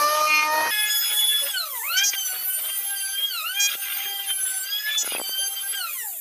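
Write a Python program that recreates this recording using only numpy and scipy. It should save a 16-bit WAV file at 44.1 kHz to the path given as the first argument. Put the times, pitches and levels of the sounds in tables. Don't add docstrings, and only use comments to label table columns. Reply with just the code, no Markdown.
import sys
import numpy as np
from scipy import signal
from scipy.fft import rfft, irfft, next_fast_len
from scipy.io import wavfile
from scipy.ndimage import uniform_filter1d, map_coordinates

SR = 44100
rng = np.random.default_rng(int(sys.argv[2]) if len(sys.argv) > 2 else 0)


def unload_audio(sound):
    columns = np.transpose(np.atleast_2d(sound))
    steps = np.round(np.clip(columns, -1, 1) * 32767)
    wavfile.write(sys.argv[1], SR, steps.astype(np.int16))


N = 273508
TIME = np.arange(N) / SR


def undb(db):
    return 10 ** (np.asarray(db) / 20)


def curves(table):
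    time_s, *columns = np.transpose(table)
    return [np.interp(TIME, time_s, column) for column in columns]


def unit(x):
    return x / np.sqrt(np.mean(x ** 2) + 1e-18)


def walk(rate_hz):
    held = rng.standard_normal(8000)[(TIME * rate_hz).astype(int) % 8000]
    width = max(int(SR / rate_hz), 1)
    return unit(uniform_filter1d(uniform_filter1d(held, width), width))


def colour(x, points):
    hz, db = np.transpose(points)
    size = next_fast_len(N, real=True)
    f = np.arange(size // 2 + 1) * SR / size + 1
    ends = np.minimum(f / hz[0], 1) ** 2 * np.minimum(hz[-1] / f, 1) ** 2
    gain = ends * undb(np.interp(np.log(f), np.log(hz), db))
    return unit(irfft(rfft(x, size) * gain, size)[:N])


def gate(start_s, end_s, edge_s):
    return np.clip(np.minimum(TIME - start_s, end_s - TIME) / edge_s + .5, 0, 1)


def shaft(hz, wobble):
    return np.cumsum(hz) / SR + wobble * walk(87)


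def line(turns, order, scatter, rate_hz):
    angle = 2 * np.pi * order * turns - order ** 2 / 2
    in_phase = (1 + scatter * walk(rate_hz)) * np.cos(angle)
    quadrature = scatter * walk(rate_hz) * np.sin(angle)
    return (in_phase + quadrature) / np.sqrt(.5 + scatter ** 2)


FADE_RATE_HZ = 22


def strong_lines(turns, levels, swells, scatter, fade, edge_s):
    out = np.zeros(N)
    for order, steady_db in levels:
        gain = undb(steady_db) * np.abs(1 + fade * walk(FADE_RATE_HZ))
        for start_s, end_s, swell_order, swell_db in swells:
            if round(swell_order) == round(order):
                gain = gain + gate(start_s, end_s, edge_s) * (undb(swell_db) - gain)
        out += gain * line(turns, round(order), scatter, rate_hz=78)
    return out


def weak_lines(turns, table, scatter, rate_hz, gain_db):
    return undb(gain_db) * sum(undb(db) * line(turns, order, scatter, rate_hz) for order, db in table)


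def chatter(turns, hz, table, edge_s):
    out = np.zeros(N)
    orders = np.arange(1, 27)[:, None]
    for start_s, end_s, ring_hz, width_hz, db, odd_db in table:
        envelope = gate(start_s, end_s, edge_s)
        on = envelope > 0
        ring = 1 / (1 + (2 * (orders * hz[on] - ring_hz) / width_hz) ** 2)
        harmonics = ring * undb(odd_db * (orders % 2)) * np.sin(2 * np.pi * orders * turns[on])
        out[on] += undb(db) * envelope[on] * unit(harmonics.sum(axis=0))
    return out


def flicker(x, db, size=1024):
    z = signal.stft(x, nperseg=size)[2]
    patches = uniform_filter1d(rng.standard_normal(z.shape), 5, axis=0)
    patches = unit(uniform_filter1d(patches, 3, axis=1))
    return unit(signal.istft(z * undb(db * patches), nperseg=size)[1][:N])


def clatter(turns, memory, size=112):
    memory = np.clip(memory, 0, .9)
    rounds = signal.lfilter([1], [1, -memory], rng.standard_normal((4096, size)), axis=0)
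    return unit(map_coordinates(rounds.ravel(), [(turns + 10) * size], order=3))


# freq_hz, gain_db
BLOCK_SPECTRUM = [(25, -4), (80, -13.5), (170, -12), (290, -12), (410, -4.5), (490, 1), (580, -2),
                  (700, -1.5), (1000, 0), (1500, 0.5), (3000, -12)]
RASP_SPECTRUM = [(600, -61), (1050, -15), (1430, 2.5), (1780, -5), (2050, 3.5), (2420, 4), (2630, 2.5),
                 (2830, 8), (3050, 4.5), (3550, 6.5), (3900, -1.5), (4600, -17), (7000, -65)]
HOUSING_SPECTRUM = [(2500, -33), (4200, 2), (5300, 2), (6400, 2.5), (7300, -14.5), (8600, -6), (11000, -25)]


def noises(turns, strokes, levels, air_colour, memory, grain_db, bite, patchy_db,
           rumble_db, rasp_db, hiss_db, air_db):
    block_level, rasp_level, hiss_level, air_level = levels
    pulse = np.exp(np.clip(bite, 0, 3) * np.cos(2 * np.pi * strokes))
    tearing = pulse * undb(grain_db * walk(700) + 2.14 * walk(50))
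    white = rng.standard_normal((3, N))
    rumble = flicker(colour(white[0] * tearing, BLOCK_SPECTRUM), patchy_db)
    rasp = flicker(colour(clatter(turns, 0.23) * tearing, RASP_SPECTRUM), patchy_db)
    wood = undb(block_level + rumble_db) * rumble + undb(rasp_level + rasp_db) * rasp
    hiss = colour(clatter(turns, memory) + 0.95 * white[1], HOUSING_SPECTRUM)
    air = flicker(colour(clatter(turns, memory) + 1.2 * white[2], air_colour), db=4.5)
    return wood + undb(hiss_level + hiss_db) * hiss + undb(air_level + air_db) * air


# time_s, shaft_hz
GROWL_SPEED = [(0.01, 293.9), (0.15, 304.1), (0.3, 306.2), (0.41, 304.6), (0.5, 306.7), (0.55, 309.8),
               (0.62, 311), (0.66, 313.3), (0.69, 310.7)]
# shaft_order, level_db
GROWL_LINES = [(2, -54), (3, -35), (4, -38), (6, -48), (8, -39.5), (14, -47)]
# shaft_order, relative_db
GROWL_WEAK = [(.5, -60), (1, -47), (5, -51), (10, -43), (12, -48), (13, -52), (15, -49), (16, -49),
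              (17, -44), (18, -49), (19, -51), (20, -46), (21, -51), (29, -55), (35, -51), (37, -48),
              (39, -49)]
# start_s, end_s, shaft_order, level_db
GROWL_SWELLS = [(-.05, 0.13, 4, -20), (.14, 0.305, 4, -21.5), (0.307, 0.54, 4, -26.5), (-.05, 0.19, 6, -34),
                (0.013, 0.268, 2, -27.5), (0.322, 0.4, 14, -29.5), (0.462, 0.667, 3, -24.5),
                (.49, 0.741, 6, -27.5), (.49, .63, 2, -30), (0.502, .72, 8, -36)]
# start_s, end_s, ring_hz, width_hz, level_db, odd_orders_db
GROWL_CHATTER = [(0.285, 0.389, 2440, 480, -19, 0), (0.392, 0.459, 2260, 504, -23, -2)]
# time_s, block_rumble_db, cutting_rasp_db, housing_hiss_db, fan_air_db
GROWL_NOISE = [(0.01, -39.5, -42, -41, -35.5), (0.2, -39, -28.5, -40.5, -40), (0.27, -42, -59, -41.5, -38),
               (0.3, -47, -35.5, -41, -42), (0.49, -42, -41, -45.5, -45.5), (0.57, -35, -44, -46, -37.5),
               (0.691, -32.5, -59, -46.5, -39.5)]
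# freq_hz, gain_db
GROWL_AIR = [(6000, -32), (8000, -28), (9000, -15), (10200, -8), (11200, 3), (12100, 2), (12900, -10),
             (14000, -9), (15500, -28)]


def growl():
    hz = curves(GROWL_SPEED)[0]
    turns = shaft(hz, wobble=0.0013)
    weak = weak_lines(turns, GROWL_WEAK, scatter=.6, rate_hz=35, gain_db=-1.5)
    rattle = undb(1.1 * walk(260))
    strong = strong_lines(turns, GROWL_LINES, GROWL_SWELLS, scatter=0.087, fade=0.36, edge_s=0.12)
    tones = rattle * (strong + weak + chatter(turns, hz, GROWL_CHATTER, edge_s=0.057))
    rush = noises(turns, turns, curves(GROWL_NOISE), GROWL_AIR, memory=0.9, grain_db=1, bite=0.56,
                  patchy_db=2.5, rumble_db=2.0, rasp_db=-3.5, hiss_db=9.5, air_db=3.5)
    return tones + rush


# time_s, shaft_hz
REST_SPEED = [(0.72, 425.6), (0.74, 423.4), (1.052, 423.5), (1.28, 428.5), (1.49, 425.3)]
PASS_1_SPEED = [(2.039, 405.6), (2.13, 398.5), (2.271, 376), (2.34, 371.3), (2.52, 377.2), (2.69, 393.4),
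                (2.91, 398.6), (3.0, 392.8), (3.101, 390.2), (3.272, 409.2)]
PASS_2_SPEED = [(3.61, 403.3), (3.71, 407.6), (3.76, 398.8), (3.87, 398.3), (4.09, 399), (4.239, 396),
                (4.48, 382.1), (4.63, 382.6)]
PASS_3_SPEED = [(4.72, 409.6), (4.79, 420.8), (4.91, 432), (4.97, 434.7), (5.151, 402), (5.26, 384),
                (5.479, 394.8), (5.592, 392.6), (5.76, 399.2)]
# release_s, pull_s
TRIGGER = [(1.501, 1.815), (3.278, 3.422), (5.767, 7)]
FREE_HZ, SPIN_UP_S, COAST_S, FRICTION_HZ = 436, .113, .7, 150.6


def speed():
    hz = curves(np.vstack([REST_SPEED, PASS_1_SPEED, PASS_2_SPEED, PASS_3_SPEED]))[0]
    for release_s, pull_s in TRIGGER:
        coasting_s = np.clip(TIME - release_s, 0, pull_s - release_s)
        start_hz = np.interp(release_s, TIME, hz)
        coast = (start_hz + FRICTION_HZ) * np.exp(-coasting_s / COAST_S) - FRICTION_HZ
        free = FREE_HZ + (coast - FREE_HZ) * np.exp(-np.maximum(TIME - pull_s, 0) / SPIN_UP_S)
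        hz = np.where(TIME > release_s, np.minimum(hz, free), hz)
    return hz


# start_s, end_s
PASSES = [(2.13, 3.24), (3.7, 5.2), (5.049, 5)]
REST_END_S = 1.562


def contact():
    resting = gate(-1, REST_END_S, edge_s=0.096)
    passing = sum(gate(start_s, end_s, edge_s=0.043) for start_s, end_s in PASSES)
    return resting, passing, 1 - resting - passing


# shaft_order, resting_db, passing_db, lifted_db
WHINE_LINES = [(2, -52, -56, -52.5), (4, -43, -46.5, -44), (8, -39.5, -43, -41), (12, -42.5, -49, -42.5),
               (16, -41.5, -47.5, -51), (20, -42, -55, -50), (24, -35, -41.5, -44), (28, -35.5, -39.5, -52)]
LIFTED_POWER = 0.66


def whine_levels(hz):
    resting, passing, lifted = contact()
    slow_db = LIFTED_POWER * 20 * np.log10(hz / np.median(hz))
    return [(order, resting * rest_db + passing * pass_db + lifted * (lift_db + slow_db))
            for order, rest_db, pass_db, lift_db in WHINE_LINES]


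# start_s, end_s, block_rumble_db, cutting_rasp_db
BITES = [(0.689, 1.426, -55.5, -35), (0.996, 1.145, -51, -31), (1.426, 1.497, -48, -35.5),
         (1.917, 2.048, -60.5, -33), (2.127, 2.158, -47, -28), (2.32, 2.443, -47.5, -39),
         (2.583, 2.71, -52.5, -37.5), (3.176, 3.258, -58, -42), (3.685, 3.758, -51, -25.5),
         (3.82, 4.065, -54, -32), (4.239, 4.317, -60, -34), (4.861, 4.967, -55.5, -31),
         (5.041, 5.171, -52.5, -30), (5.722, 5.759, -60, -33.5), (5.9, 5.981, -60, -49)]
# time_s, level_db
AIR_LEVEL = [(0.72, -40), (0.84, -31), (1.28, -36), (1.31, -33.5), (1.69, -37), (1.79, -31), (2.07, -35.5),
             (2.47, -33), (2.55, -31), (3.16, -38.5), (3.19, -36.5), (3.93, -35), (5.2, -40), (5.37, -34),
             (5.4, -38.5), (5.87, -35.5), (5.99, -31.5), (6.19, -33.5)]
RUMBLE_DB, RASP_DB, LIFTED_RUMBLE_DB, LIFTED_RASP_DB = -60, -41, -58.5, -44
HISS_DB, REST_HISS_DB = -45, 4
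CHATTER_HISS_DB, CUT_HISS_DB = -16, -13.5
AIR_DB, SLOW_AIR_DB = -0.5, 6


def noise_levels(hz, away_db):
    resting, _, lifted = contact()
    slow_db = 20 * np.log10(hz / FREE_HZ) + away_db
    block = RUMBLE_DB + lifted * (LIFTED_RUMBLE_DB - RUMBLE_DB) + slow_db + 0.83 * walk(18)
    rasp = RASP_DB + lifted * (LIFTED_RASP_DB - RASP_DB) + slow_db
    for start_s, end_s, block_db, rasp_db in BITES:
        bite = gate(start_s, end_s, edge_s=0.015)
        block = block + bite * (block_db - block)
        rasp = rasp + bite * (rasp_db - rasp)
    shaken = sum(undb(db + CHATTER_HISS_DB) * gate(start_s, end_s, edge_s=0.01)
                 for start_s, end_s, _, _, db, _ in WHINE_CHATTER)
    steady = undb(HISS_DB + REST_HISS_DB * resting + slow_db)
    shavings = undb(rasp + CUT_HISS_DB)
    hiss = 20 * np.log10(np.sqrt(steady ** 2 + shaken ** 2 + shavings ** 2))
    air = curves(AIR_LEVEL)[0] + AIR_DB + SLOW_AIR_DB * (1 - hz / FREE_HZ)
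    return block, rasp, hiss, air


def room(x, wet_db, t60_s):
    t = np.arange(SR // 2) / SR
    tail = rng.standard_normal(len(t)) * undb(-60 * t / t60_s) * (t > .004)
    wet = signal.fftconvolve(x, tail / np.linalg.norm(tail))[:N]
    return (x + undb(wet_db) * wet) / np.hypot(1, undb(wet_db))


# start_s, end_s, pitch_hz, level_db
GROANS = [(1.12, 1.36, 436, -56), (1.422, 1.474, 562.5, -40), (1.878, 1.927, 593, -42),
          (2.573, 2.701, 642, -50), (4.056, 4.156, 404.5, -51.5), (5.379, 5.404, 562, -44)]


def groans(width_hz):
    out = np.zeros(N)
    for start_s, end_s, hz, db in GROANS:
        band = [(hz - width_hz, -30), (hz, 0), (hz + width_hz, -30)]
        out += undb(db) * gate(start_s, end_s, edge_s=0.024) * colour(rng.standard_normal(N), band)
    return out


# start_s, end_s, shaft_order, level_db
WHINE_SWELLS = [(.73, 1.066, 8, -29.5), (0.743, 0.998, 4, -31.5), (0.875, 1.023, 16, -32),
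                (0.885, 1.076, 12, -29.5), (1.05, 1.322, 24, -26.5), (1.139, 1.415, 8, -22.5),
                (1.418, 1.473, 24, -23.5), (1.498, 1.572, 8, -29), (1.555, 1.64, 4, -27),
                (1.58, 1.627, 12, -26), (1.85, 1.948, 8, -30.5), (1.902, 2.032, 4, -23.5),
                (1.904, 2.043, 12, -32), (1.95, 2.031, 8, -21), (2.135, 2.295, 16, -33),
                (2.156, 2.236, 8, -32), (2.2, 2.317, 20, -38), (2.178, 2.34, 28, -35),
                (2.53, 2.648, 24, -30), (2.625, 2.769, 8, -35), (2.82, 3.138, 28, -31.5),
                (2.964, 3.138, 12, -38), (3.166, 3.313, 8, -28.5), (3.35, 3.532, 8, -31.5),
                (3.319, 3.429, 12, -29.5), (2.852, 2.93, 2, -46), (3.027, 3.178, 4, -38.5),
                (3.29, 3.628, 4, -34), (3.542, 3.685, 8, -28), (3.972, 4.372, 2, -46),
                (4.108, 4.222, 8, -29.5), (4.287, 4.329, 8, -25.5), (4.314, 4.607, 28, -28.5),
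                (4.363, 4.655, 4, -40.5), (4.427, 4.642, 20, -36.5), (4.648, 4.879, 12, -36),
                (4.73, 4.784, 8, -21.5), (4.817, 4.915, 4, -30), (4.909, 5.004, 8, -26),
                (5.057, 5.142, 24, -25.5), (5.17, 5.231, 28, -30.5), (5.306, 5.419, 8, -29.5),
                (5.593, 5.747, 28, -27.5), (5.38, 5.545, 28, -28.5), (5.394, 5.487, 16, -31.5),
                (5.742, 5.915, 8, -33), (5.768, 5.859, 4, -34), (5.79, 5.86, 12, -30)]
# start_s, end_s, ring_hz, width_hz, level_db, odd_orders_db
WHINE_CHATTER = [(0.716, 0.892, 2300, 697, -29, -3.5), (1.963, 2.051, 2430, 600, -29.5, -31),
                 (1.969, 2.002, 5920, 1200, -21.5, -11), (2.036, 2.102, 6120, 1290, -20.5, -5),
                 (3.568, 3.697, 2314, 591, -30, -13), (3.599, 3.67, 6390, 2000, -21, -33),
                 (4.978, 5.029, 6530, 1483, -23, -7)]
# shaft_order, relative_db
WHINE_WEAK = [(1, -67), (1.3, -64), (3, -60), (3.25, -56), (5, -53), (6, -50), (7, -54), (9, -55),
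              (10, -59), (14, -57), (18, -61), (22, -55), (26, -55)]
# shaft_order, relative_db
SCREAM = [(29.1, -5), (30, -10), (32, -3), (33, -12), (34.17, -1), (35.2, -8), (36, -5), (38, -8), (40, -7),
          (42, -10), (44, -7), (48, -6), (52, -6), (58, -6), (64, -6)]
# freq_hz, gain_db
WHINE_AIR = [(5800, -26), (7200, -3), (8300, -7), (9500, 2.5), (11000, -4.5), (12200, 7.5), (13500, 0),
             (14500, 11), (15500, -24)]
SCREAM_DB = 1.5
FADE_DEPTH = 0.73
AWAY_S, AWAY_DB_PER_S = 5.928, 45


def whine():
    hz = speed()
    turns = shaft(hz, wobble=0.0008)
    away_db = -AWAY_DB_PER_S * np.maximum(TIME - AWAY_S, 0)
    levels = noise_levels(hz, away_db)
    strokes = 1.3 * turns
    force = (hz / np.median(hz)) ** 2
    lift = np.clip(uniform_filter1d(np.abs(np.gradient(hz)) * SR, SR // 10) / 500, 0, 1)
    scatter = .38 + .45 * lift
    strong = strong_lines(turns, whine_levels(hz), WHINE_SWELLS, scatter, FADE_DEPTH, edge_s=0.044)
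    direct = undb(away_db) * strong + chatter(turns, hz, WHINE_CHATTER, edge_s=.012)
    weak = weak_lines(turns, WHINE_WEAK, scatter=1.2, rate_hz=22, gain_db=-3)
    hum = force * (1 - .6 * lift) * weak
    scream_lines = weak_lines(turns, SCREAM, scatter=.7, rate_hz=25, gain_db=0)
    scream = undb(levels[-1] + SCREAM_DB) * colour(scream_lines, WHINE_AIR)
    reflected = room(direct, wet_db=-16 + 9 * lift, t60_s=.22)
    reflected = reflected + room(hum + (1 - .4 * lift) * scream, wet_db=-1, t60_s=.25)
    rush = noises(turns, strokes, levels, WHINE_AIR, memory=.35, grain_db=2.0, bite=0.63,
                  patchy_db=5.0, rumble_db=3.5, rasp_db=-1.5, hiss_db=-4.0, air_db=-1)
    return reflected + rush + groans(width_hz=46)


# start_s, level_db, start_pitch_hz
CHIPS = [(2.056, -36, 448.4), (2.137, -33, 474), (3.752, -28.5, 523), (5.033, -29.5, 604),
         (5.0455, -27, 608), (5.0666, -37.5, 650), (5.076, -21, 601), (5.1215, -19.5, 613),
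         (5.15, -14.5, 683), (5.162, -24, 680), (5.166, -35, 791), (5.1822, -24, 580.7), (5.1963, -20, 668),
         (5.2, -17, 820), (5.2149, -17.5, 632), (5.2936, -25, 693)]


def chips(cycles, sag_s):
    out = np.zeros(N)
    t = np.arange(SR // 50) / SR
    for start_s, db, hz in CHIPS:
        phase = hz * sag_s * np.log1p(t / sag_s)
        swell = hz * t / cycles
        i = int(start_s * SR)
        out[i:i + len(t)] -= undb(db) * swell * np.exp(1 - swell) * np.sin(2 * np.pi * phase)
    return signal.sosfilt(signal.butter(2, 260, "highpass", fs=SR, output="sos"), out)


CHANGE_S = .707


def scene():
    fast = gate(CHANGE_S, np.inf, edge_s=0.0018)
    planer = (1 - fast) * growl() + fast * whine()
    return (planer + chips(cycles=0.24, sag_s=0.0057))[None]


TOP_HZ = 15420


def record(dry):
    thin = signal.sosfilt(signal.butter(1, 170, "highpass", fs=SR, output="sos"), dry)
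    return signal.sosfilt(signal.ellip(12, .2, 80, TOP_HZ, fs=SR, output="sos"), thin)


dry = scene()
out = record(dry)
unload_audio(out)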